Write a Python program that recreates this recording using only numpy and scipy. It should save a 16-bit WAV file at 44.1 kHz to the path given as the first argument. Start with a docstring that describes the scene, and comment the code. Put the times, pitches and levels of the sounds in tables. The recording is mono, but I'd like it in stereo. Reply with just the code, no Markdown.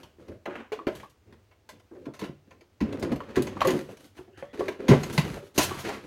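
"""Rummaging through craft supplies

In a small room, boxes knock and drag, a hollow container is tapped, thin plastic cases click and packets
crinkle; near the end things tumble down and clatter. Blows are decaying modes with shaped noise bursts,
sliding is a rain of tiny slips through shaped filters, a card squeaks as narrow noise, and a soft hum lies
below. Two microphones hear the handling a little from the left, with scattered reflections."""
import sys
import numpy as np
from scipy import signal
from scipy.fft import rfft, irfft
from scipy.io import wavfile
from scipy.ndimage import uniform_filter1d

SR = 44100
rng = np.random.default_rng(int(sys.argv[2]) if len(sys.argv) > 2 else 0)


def log_audio(samples):
    """Write samples as a 16-bit WAV file to the path given in sys.argv[1]."""
    # one column per channel
    frames = np.atleast_2d(samples).T
    # limit to full scale, then quantise
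    limited = np.clip(frames, -1, 1)
    pcm = np.round(limited * 32767).astype(np.int16)
    wavfile.write(sys.argv[1], SR, pcm)


N = 267246
TIME = np.arange(N) / SR  # seconds
HIT_SIZE, STROKE_SIZE = 12288, 32768  # samples given to one hit and to one sliding stroke
HIT_TIME = TIME[:HIT_SIZE]


def undb(db):
    """Decibels to gain."""
    return 10 ** (np.asarray(db) / 20)


def unit(x):
    """Scale to rms 1."""
    return x / np.sqrt(np.mean(x ** 2) + 1e-20)


def on_log_axis(points, size):
    """Read (Hz, value) points at the bins of a transform, along a log frequency axis."""
    hz, value = np.transpose(points)
    bin_hz = np.arange(size // 2 + 1) * SR / size
    return np.interp(np.log(bin_hz + 1), np.log(hz), value)


def colour(x, points):
    """Give a steady sound a spectrum."""
    return irfft(rfft(x) * undb(on_log_axis(points, N)), N)


def response(points, size=2048):
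    """Minimum-phase impulse response with a given spectrum, by folding its cepstrum."""
    cepstrum = irfft(np.log(undb(on_log_axis(points, size))))
    cepstrum[1:size // 2] *= 2
    cepstrum[size // 2 + 1:] = 0
    return irfft(np.exp(rfft(cepstrum)))


def through(x, body):
    """Pass a sound through an impulse response, keeping its length."""
    return signal.fftconvolve(x, body)[:len(x)]


def hardened(points, hardness_db):
    """Impulse response tilted above 4500 Hz: hard contacts gain top octaves, soft ones lose them."""
    slope_db = np.clip(1.17 * (hardness_db + 7.0), -7, 3)  # per octave
    tilted = [(hz, db + slope_db * max(np.log2(hz / 4500), 0)) for hz, db in points]
    return response(tilted, size=1024)


def fade(t, t60):
    """Exponential decay, 60 dB down after t60."""
    return np.exp(-np.log(1000) * t / t60)


def ring(hz, t60, rise_s):
    """One struck mode that swells while the contact lasts."""
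    swell = 1 - np.exp(-HIT_TIME / rise_s)
    return np.sin(2 * np.pi * hz * HIT_TIME) * fade(HIT_TIME, t60) * swell


def burst(body, t60, crack, rise_s):
    """A contact crack and the crowd of close modes behind it: decaying noise heard through a body."""
    decay = fade(HIT_TIME, t60) + crack * fade(HIT_TIME, 0.0033)
    envelope = decay * (1 - np.exp(-HIT_TIME / rise_s))
    return through(rng.standard_normal(HIT_SIZE) * envelope, body)


def attack_level(x, db, size=750):
    """Set the rms level of the first moments of a hit."""
    return x * undb(db) / np.sqrt(np.mean(x[..., :size] ** 2) + 1e-20)


def add(track, s, x):
    """Mix a stereo sound into the track at time s, trimmed at both ends."""
    i = int(s * SR)
    x = x[:, max(-i, 0):max(N - i, 0)]
    track[:, max(i, 0):max(i, 0) + x.shape[1]] += x


def walk(rate, size=N):
    """Random wandering in straight lines between knots of spread 0.98, rate knots per second."""
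    knots = rng.standard_normal(256)
    return 0.98 * np.interp(TIME[:size] * rate, np.arange(256), knots)


def slips(rate, spread_db):
    """Tiny stick-slip releases at random moments, a few much larger than the rest."""
    height = undb(spread_db * np.minimum(rng.exponential(size=STROKE_SIZE), 4))
    happens = rng.random(STROKE_SIZE) < rate / SR
    return happens * height * rng.choice([-1, 1], STROKE_SIZE)


def diffuse(size):
    """Spectra of sound from all sides at two microphones: alike in the bass, nearly unrelated above."""
    span_s = 0.00051  # travel time between the microphones
    hz = np.arange(size // 2 + 1) * SR / size
    likeness = np.clip(0.9 * np.sinc(2 * hz * span_s), -1, 1)
    mid, side = rfft(rng.standard_normal((2, size)))
    sides = np.array([[1], [-1]]) * side
    return (mid * np.sqrt(1 + likeness) + sides * np.sqrt(1 - likeness)) / np.sqrt(2)


def room(wet_db, early_db, early_t60, gap_s, band_step_db, blur_size=7, size=3 * HIT_SIZE // 2,
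         lag_s=0.000468):
    """Return a listener: direct sound, close reflections off desk and shelves, and a tail in bands.

    Each higher band of the tail changes in level by band_step_db from the one below."""
    # Decay of the room tail. Each row: band centre in Hz, t60 in seconds.
    band_decays = [(200, 0.25), (2500, 0.31), (15000, 0.2)]
    left_db = 2  # raises the left, lowers the right
    hz, gap = np.arange(size // 2 + 1) * SR / size, int(gap_s * SR)
    # the direct sound reaches the left microphone first
    late = np.exp(-2j * np.pi * hz * lag_s)
    direct = np.array([undb(left_db) + 0 * hz, undb(-left_db) * late])
    # crossfaded bands, each full at its own centre
    shares = [on_log_axis([(f, f == centre) for f, _ in band_decays], size) for centre, _ in band_decays]

    def linger(power, t60):
        """Sound energy stored in the room drains away exponentially."""
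        keep = fade(2 / SR, t60)
        return signal.lfilter([1 - keep], [1, -keep], power)

    def hear(x):
        """The echoes are too many to tell apart: they keep the sound's colour and scatter its phase."""
        spectrum = rfft(x, size)
        power = np.pad(x ** 2, (gap, size))[:size] + 1e-30
        blurred = uniform_filter1d(abs(spectrum) ** 2, size=blur_size)
        field = diffuse(size) * unit(np.sqrt(abs(blurred)))
        early = undb(early_db) ** 2 * linger(power, early_t60)
        heard = irfft(spectrum * direct)
        for band, (share, (_, t60)) in enumerate(zip(shares, band_decays)):
            tail = undb(wet_db + band * band_step_db) ** 2 * linger(power, t60)
            heard += irfft(field * share) * np.sqrt(early + tail)
        return heard
    return hear


def room_tone():
    """The quiet hum of the room: noise from all sides, strongest near 100 Hz, wavering slightly."""
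    # Colour of the hum. Each row: frequency in Hz, relative level in dB per Hz.
    hum_colour = [(20, -9), (50, -6), (100, 8.5), (150, -10), (350, -6), (700, -13), (2000, -18.5),
                  (6000, -25.5), (12000, -35.5), (16000, -29)]
    hum = unit(colour(irfft(diffuse(N), N), hum_colour))
    return hum * undb(-61 + 0.44 * walk(rate=8.0))


def squeak():
    """Friction noise in two bending resonances that rise as the free length of card shortens."""
    # Path of a card sliding along an edge. Each row: time in seconds, upper resonance in Hz, level in dB.
    glide = [(4.32, 2650, -83.5), (4.389, 3090, -59.5), (4.44, 3150, -67), (4.52, 3390, -67),
             (4.62, 3530, -82)]
    s, hz, db = np.transpose(glide)
    phase = 2 * np.pi * np.cumsum(np.interp(TIME, s, hz)) / SR
    narrow = signal.butter(2, 180, fs=SR, output="sos")
    upper = unit(signal.sosfilt(narrow, rng.standard_normal((2, N))))
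    lower = unit(signal.sosfilt(narrow, rng.standard_normal((2, N))))
    modes = upper * np.sin(phase) + undb(4.5) * lower * np.sin(0.58 * phase)
    return np.sqrt(2) * modes * np.interp(TIME, s, undb(db), left=0, right=0)


def taps():
    """A small hollow container held nearer the centre: damped modes and a crack make a short dry pock."""
    # Taps. Each row: start in seconds, attack level in dB before the room.
    tap_list = [(0.79, -33.5), (1.032, -38), (3.204, -31.5), (3.569, -35.5), (3.616, -17), (3.65, -21.5),
                (4.426, -43), (4.607, -29), (5.71, -30), (5.899, -36.5)]
    # What the container rings with. Each row: nominal frequency in Hz, relative level in dB, t60 in seconds.
    hollow_modes = [(594, -5, 0.027), (1112, 7, 0.11), (1096, -5.5, 0.012), (1696, -7.5, 0.049),
                    (2076, -24, 0.014)]
    # Colour of its contact crack. Each row: frequency in Hz, relative level in dB per Hz.
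    crack_colour = [(200, -25), (600, -8), (1100, 5), (1650, -12), (2400, -21), (6000, -44.5)]
    track, shell = np.zeros((2, N)), response(crack_colour)
    hear = room(wet_db=-16.5, early_db=-5.5, early_t60=0.025, gap_s=0.0013, band_step_db=2.5,
                blur_size=81, lag_s=0.0003)
    for s, db in tap_list:
        grip = 1 + 0.015 * rng.standard_normal()  # shifts the pitch of each tap a little
        modes = sum(undb(mode_db) * ring(hz * grip, t60, rise_s=0.00073)
                    for hz, mode_db, t60 in hollow_modes)
        crack = burst(shell, t60=0.035, crack=3, rise_s=0.0002)
        add(track, s, hear(attack_level(unit(modes) + unit(crack), db)))
    return track


def clicks():
    """Edges of thin plastic cases meet: a bright snap, a dense short ring and a few stronger modes."""
    # Clicks. Each row: start in seconds, gain of the ringing body in dB, attack level of the snap in dB,
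    # base t60 in seconds.
    click_list = [(0.032, -49.5, -58, 0.017), (0.282, -55.5, -66, 0.038), (0.456, -38, -57, 0.037),
                  (0.72, -37.5, -49.5, .14), (0.868, -34.5, -49.5, 0.087), (0.951, -53, -53, 0.096),
                  (0.999, -49, -60, 0.011), (1.097, -81.5, -66, 0.088), (1.325, -57, -68.5, 0.033),
                  (1.512, -58.5, -79, 0.1), (1.69, -45, -52.5, 0.082), (1.797, -64, -71, 0.039),
                  (2.055, -48, -64, 0.069), (2.137, -49.5, -57.5, 0.18), (2.192, -44.5, -50.5, 0.078),
                  (2.212, -39, -52.5, 0.13), (2.237, -42, -52.5, 0.16), (2.508, -52, -67.5, 0.08),
                  (2.609, -57.5, -67.5, 0.033), (2.805, -36.5, -51.5, 0.15), (2.926, -43, -54.5, 0.038),
                  (2.996, -64, -56, .06), (3.025, -34.5, -45.5, 0.074), (3.118, -39, -49, .07),
                  (3.159, -48.5, -55, 0.028), (3.357, -30.5, -42, 0.15), (3.422, -56, -42.5, 0.0061),
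                  (3.470, -38.5, -47.5, 0.045), (3.606, -31, -45, 0.0086), (3.617, -27.5, -39.5, 0.024),
                  (3.648, -38, -45, 0.093), (3.672, -32, -36.5, 0.018), (3.682, -28.5, -43, 0.094),
                  (3.704, -32.5, -40, .05), (3.97, -55, -61, .045), (4.178, -48.5, -77, 0.052),
                  (4.593, -42.5, -51.5, .1), (4.682, -31.5, -45.5, 0.024), (4.882, -22.5, -34, 0.27),
                  (4.91, -24, -51, 0.066), (4.934, -36, -52, .07), (5.033, -34.5, -42, 0.035),
                  (5.126, -52, -44.5, 0.33), (5.178, -23.5, -32.5, 0.034), (5.186, -33, -41.5, 0.14),
                  (5.578, -23.5, -25, 0.13), (5.587, -24, -51, .2), (5.607, -62, -31, 0.23),
                  (5.627, -35, -31.5, 0.15), (5.794, -45, -45.5, 0.22), (5.888, -38.5, -48, 0.029)]
    # What a case rings with. Each row: nominal frequency in Hz, relative level in dB before scatter.
    case_modes = [(930, -8.5), (1024, 4), (1338, -7.5), (2012, -5), (2680, -10.5)]
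    # Colours of the dense ring and of the snap. Each row: frequency in Hz, relative level in dB per Hz.
    shell_colour = [(150, -40), (600, 13), (1100, -1.5), (1400, 6.5), (2000, 3.5), (3000, 0.5), (5000, -26)]
    snap_colour = [(1500, -36.5), (3000, 3), (4500, -1), (6500, -2.5), (8500, -9), (12000, -8.5),
                   (16000, -20.5)]
    scatter_db, detune = 2, 0.0084  # each click wakes and tunes the modes differently
    track, shell = np.zeros((2, N)), response(shell_colour)
    hear = room(wet_db=-1.0, early_db=3.5, early_t60=0.047, gap_s=0.00062, band_step_db=0.7, blur_size=41)
    for s, db, treble_db, t60 in click_list:
        modes = np.zeros(HIT_SIZE)
        for hz, mode_db in case_modes:
            wake, shift = rng.standard_normal(2)
            mode = ring(hz * (1 + detune * shift), 0.81 * t60, rise_s=0.000074)
            modes += undb(mode_db + scatter_db * wake) * mode
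        dense = burst(shell, t60, crack=0.91, rise_s=0.00047)
        body = attack_level(dense, -5.05) + attack_level(modes, -6.0)
        # rise_s: the snap swells in over a few milliseconds
        snap = burst(hardened(snap_colour, treble_db - db), 0.69 * t60, crack=17.0, rise_s=0.003)
        add(track, s, hear(undb(db) * body + attack_level(snap, treble_db)))
    return track


def hand_speed(length):
    """Level of one stroke: quick attack, slightly growing push, coasting to rest, all in a jerky hand."""
    attack_s, growth_db_per_s, release_t60_s = 0.01, 1.5, 0.21
    t = TIME[:STROKE_SIZE]
    shape = np.minimum(t / attack_s, 1) * fade(np.maximum(t - length, 0), release_t60_s)
    jerk_db = 3 * walk(rate=67.2, size=STROKE_SIZE)
    return shape * undb(jerk_db + growth_db_per_s * t)


def handling():
    """Strokes of tiny slips: a box drags in jerks, card rubs on card, packets crinkle, edges catch."""
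    # Things pushed aside or pulled out. Each row: start in seconds, length of the push in seconds, then
    # levels in dB before hand and room of box drag, card rub and packet crinkle, and a relative bass boost
    # of the drag in dB, from the weight on the desk.
    stroke_list = [(-0.02, 0.064, -56, -59.5, -66.5, 5), (0.184, 0.14, -55, -67, -75, 4),
                   (0.279, 0.034, -44, -62, -85, 5), (0.489, 0.077, -43.5, -45, -64, -9),
                   (0.572, 0.012, -48.5, -46, -66, -15), (0.756, 0.029, -44, -52.5, -64.5, -21),
                   (0.89, 0.15, -56, -58.5, -64.5, 10), (1.253, 0.089, -56, -70.5, -88, 10),
                   (1.718, 0.042, -57.5, -72, -83, 5.5), (1.928, 0.14, -52, -64.5, -73, -5),
                   (2.187, 0.043, -43, -76, -76, 2), (2.458, 0.12, -64, -76, -89, 6),
                   (2.828, 0.31, -38, -50, -62.5, 4), (3.191, 0.19, -48, -54, -65.5, 3),
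                   (3.378, 0.26, -42.5, -50, -60.5, 4.5), (3.638, 0.13, -36, -43.5, -49.5, -9),
                   (3.775, 0.14, -52, -57.5, -63, 6), (3.977, 0.084, -60.5, -65, -64.5, 6),
                   (4.145, 0.036, -61.5, -58, -62, -5), (4.369, 0.048, -53.5, -51.5, -60, 6),
                   (4.528, 0.19, -44.5, -50, -59, -3), (4.785, 0.11, -41, -51, -62.5, -6),
                   (4.941, 0.42, -41.5, -46.5, -53, 10), (5.421, 0.025, -56, -54, -57, -2),
                   (5.539, 0.046, -52.5, -51, -47.5, 1), (5.598, 0.18, -41.5, -41.5, -47.5, 17),
                   (5.834, 0.11, -40, -38.5, -48, 4.5), (6.021, 0.068, -47, -51.5, -58.5, 9)]
    # Colours of box, card and packet. Each row: frequency in Hz, relative level in dB per Hz.
    drag_colour = [(25, -55.5), (45, -19), (75, -3.5), (150, -8.5), (240, 1.5), (370, 1.5), (540, -1),
                   (800, -22), (1400, -57)]
    rub_colour = [(400, -16), (750, 7.5), (1080, 7), (1400, 7.5), (2000, 1), (3000, -3), (4200, -17),
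                  (7000, -49)]
    crinkle_colour = [(1500, -22.5), (3000, 5.5), (4500, -0.5), (6500, -4), (8500, -9), (12000, -10),
                      (16000, -22)]
    bass_hz = 200  # the weight acts below this
    track, card = np.zeros((2, N)), response(rub_colour)
    hear = room(wet_db=-2.5, early_db=-1.0, early_t60=0.029, gap_s=0.0021, band_step_db=2.9,
                size=STROKE_SIZE)
    for s, length, drag_db, rub_db, crinkle_db, weight_db in stroke_list:
        jerks, fibres, creases = slips(900, 1.5), slips(3500, 2.5), slips(3500, 3)
        # now and then a sliding edge catches and ticks
        catches = undb(18) * slips(rate=37, spread_db=4)
        box = response([(hz, db + weight_db * (hz < bass_hz)) for hz, db in drag_colour])
        packet = hardened(crinkle_colour, crinkle_db - rub_db + 0.5)
        drag = unit(through(jerks, box)) * undb(drag_db)
        rub = unit(through(fibres + catches, card)) * undb(rub_db)
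        crinkle = unit(through(creases + catches, packet)) * undb(crinkle_db)
        add(track, s, hear(hand_speed(length) * (drag + rub + crinkle)))
    return track


def knocks():
    """A box bumps or lands: it rings a wall, thuds into what lies below and shakes the furniture."""
    # Blows. Each row: start in seconds, wall level in dB and thud level in dB (attacks before the room),
    # pitch of the struck wall in Hz, t60 of the wall in seconds.
    knock_list = [(0.184, -50, -60, 337, 0.13), (0.461, -27.5, -70, 598, 0.08),
                  (0.477, -31.5, -56, 358, 0.087), (0.719, -29.5, -75, 438, 0.081),
                  (0.87, -21, -65, 357, 0.022), (0.879, -29.5, -63, 630, 0.082),
                  (1.002, -50, -55.5, 630, 0.03), (1.912, -44, -77, 340, 0.091),
                  (1.952, -43.5, -63, 369, 0.17), (2.067, -36.5, -45, 283, 0.16),
                  (2.22, -33, -37, 361.7, 0.18), (2.291, -42.5, -42.5, 350, 0.021),
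                  (2.616, -53.5, -77, 352, 0.088), (2.81, -26.5, -26.5, 197, 0.066),
                  (2.823, -27.5, -30, 235, 0.08), (2.926, -42, -42, 342, 0.16),
                  (3.035, -28, -37, 345.4, 0.29), (3.117, -25.5, -28.5, 249, 0.049),
                  (3.121, -26.5, -48, 540, 0.029), (3.145, -32.5, -32.5, 264, 0.077),
                  (3.37, -19, -23.5, 382.4, 0.079), (3.391, -28, -28, 350, 0.078),
                  (3.649, -26, -38, 530, 0.15), (3.673, -26.5, -32, 374, 0.16),
                  (3.73, -25.5, -29.5, 334, 0.076), (3.744, -28, -32, 345, 0.045),
                  (3.891, -38, -69.5, 482, 0.031), (3.93, -47, -69, 438, 0.07),
                  (4.189, -42, -50.5, 365, 0.069), (4.276, -47.5, -69, 383.6, 0.2),
                  (4.425, -35, -52, 530, 0.042), (4.594, -30, -69, 336, 0.033),
                  (4.606, -24, -56, 400, 0.053), (4.685, -26.5, -70, 392, 0.058),
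                  (4.796, -38.5, -70, 394, 0.29), (4.888, -13.5, -14.5, 220, 0.064),
                  (4.9, -11.5, -15, 141.5, .08), (4.914, -13, -34, 385, 0.085),
                  (4.933, -17.5, -38, 514, 0.011), (4.946, -19, -31, 246, 0.042),
                  (5.037, -59, -39, 390, 0.064), (5.143, -35, -41, 380, 0.054),
                  (5.179, -24.5, -30, 153.3, 0.085), (5.246, -33, -35, 157, 0.1),
                  (5.304, -38, -53, 148, 0.026), (5.369, -34, -66, 525, 0.036),
                  (5.425, -43.5, -60, 390, .13), (5.579, -21, -26, 371, 0.027),
                  (5.586, -30, -44, 700, 0.05), (5.713, -38, -42.5, 403, 0.044),
                  (5.874, -38, -49, 413, 0.068), (5.89, -33.5, -43, 790, 0.067)]
    # Furniture modes woken by every blow. Each row: frequency in Hz, relative level in dB, t60 in seconds.
    furniture_modes = [(145.4, 6, 0.41), (220, 13, 0.2), (334, -53, 0.22), (376, 6, 0.42), (530, -17, 0.22),
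                       (577, 18, .25), (680, -3, 0.37)]
    # Colour of the thud. Each row: frequency in Hz, relative level in dB per Hz.
    thud_colour = [(18, -40), (45, -25.5), (70, -11), (100, -20), (140, -1), (200, -5), (300, -4.5),
                   (700, -84.5)]
    # Other modes of a box wall. Each row: multiple of its pitch, relative level in dB per Hz.
    wall_colour = [(.1, -38.5), (.5, -9), (1, 5), (1.6, -0.5), (2.7, -10), (5, -16.5), (14, -87)]
    track, below = np.zeros((2, N)), response(thud_colour)
    hear = room(wet_db=-6, early_db=-1, early_t60=0.081, gap_s=0.00086, band_step_db=-7.5)
    for s, db, thud_db, hz, t60 in knock_list:
        card = response([(hz * multiple, gain_db) for multiple, gain_db in wall_colour])
        contact_s = 0.5 / hz  # small stiff walls are struck more briefly
        pitch = ring(hz, t60, contact_s)
        dense = burst(card, t60, crack=10.2, rise_s=contact_s / 2)
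        wall = attack_level(pitch, -0.039) + attack_level(dense, -5.6)  # sets their balance
        thud = burst(below, 0.57 * t60, crack=1.0, rise_s=0.00071)
        add(track, s, hear(attack_level(wall, db) + attack_level(thud, thud_db, size=1100)))
    modes = sum(undb(db) * ring(hz, t60, rise_s=0.012) for hz, db, t60 in furniture_modes)
    return track + undb(-71.5) * through(track.mean(axis=0), modes)


def scene():
    """Knocks, taps, clicks, sliding and a squeak over the quiet hum of the room."""
    return knocks() + taps() + clicks() + handling() + squeak() + room_tone()


def record(dry):
    """The recorder drops the deepest rumble, rounds the highest peaks and cuts the top."""
    rumble_cut = signal.butter(2, 28, "high", fs=SR, output="sos")
    top_cut = signal.ellip(10, 0.2, 80, 16100, fs=SR, output="sos")
    rounded = 1.136 * np.tanh(signal.sosfilt(rumble_cut, dry) / 1.314)
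    return signal.sosfilt(top_cut, rounded)


dry = scene()
out = record(dry)
log_audio(out)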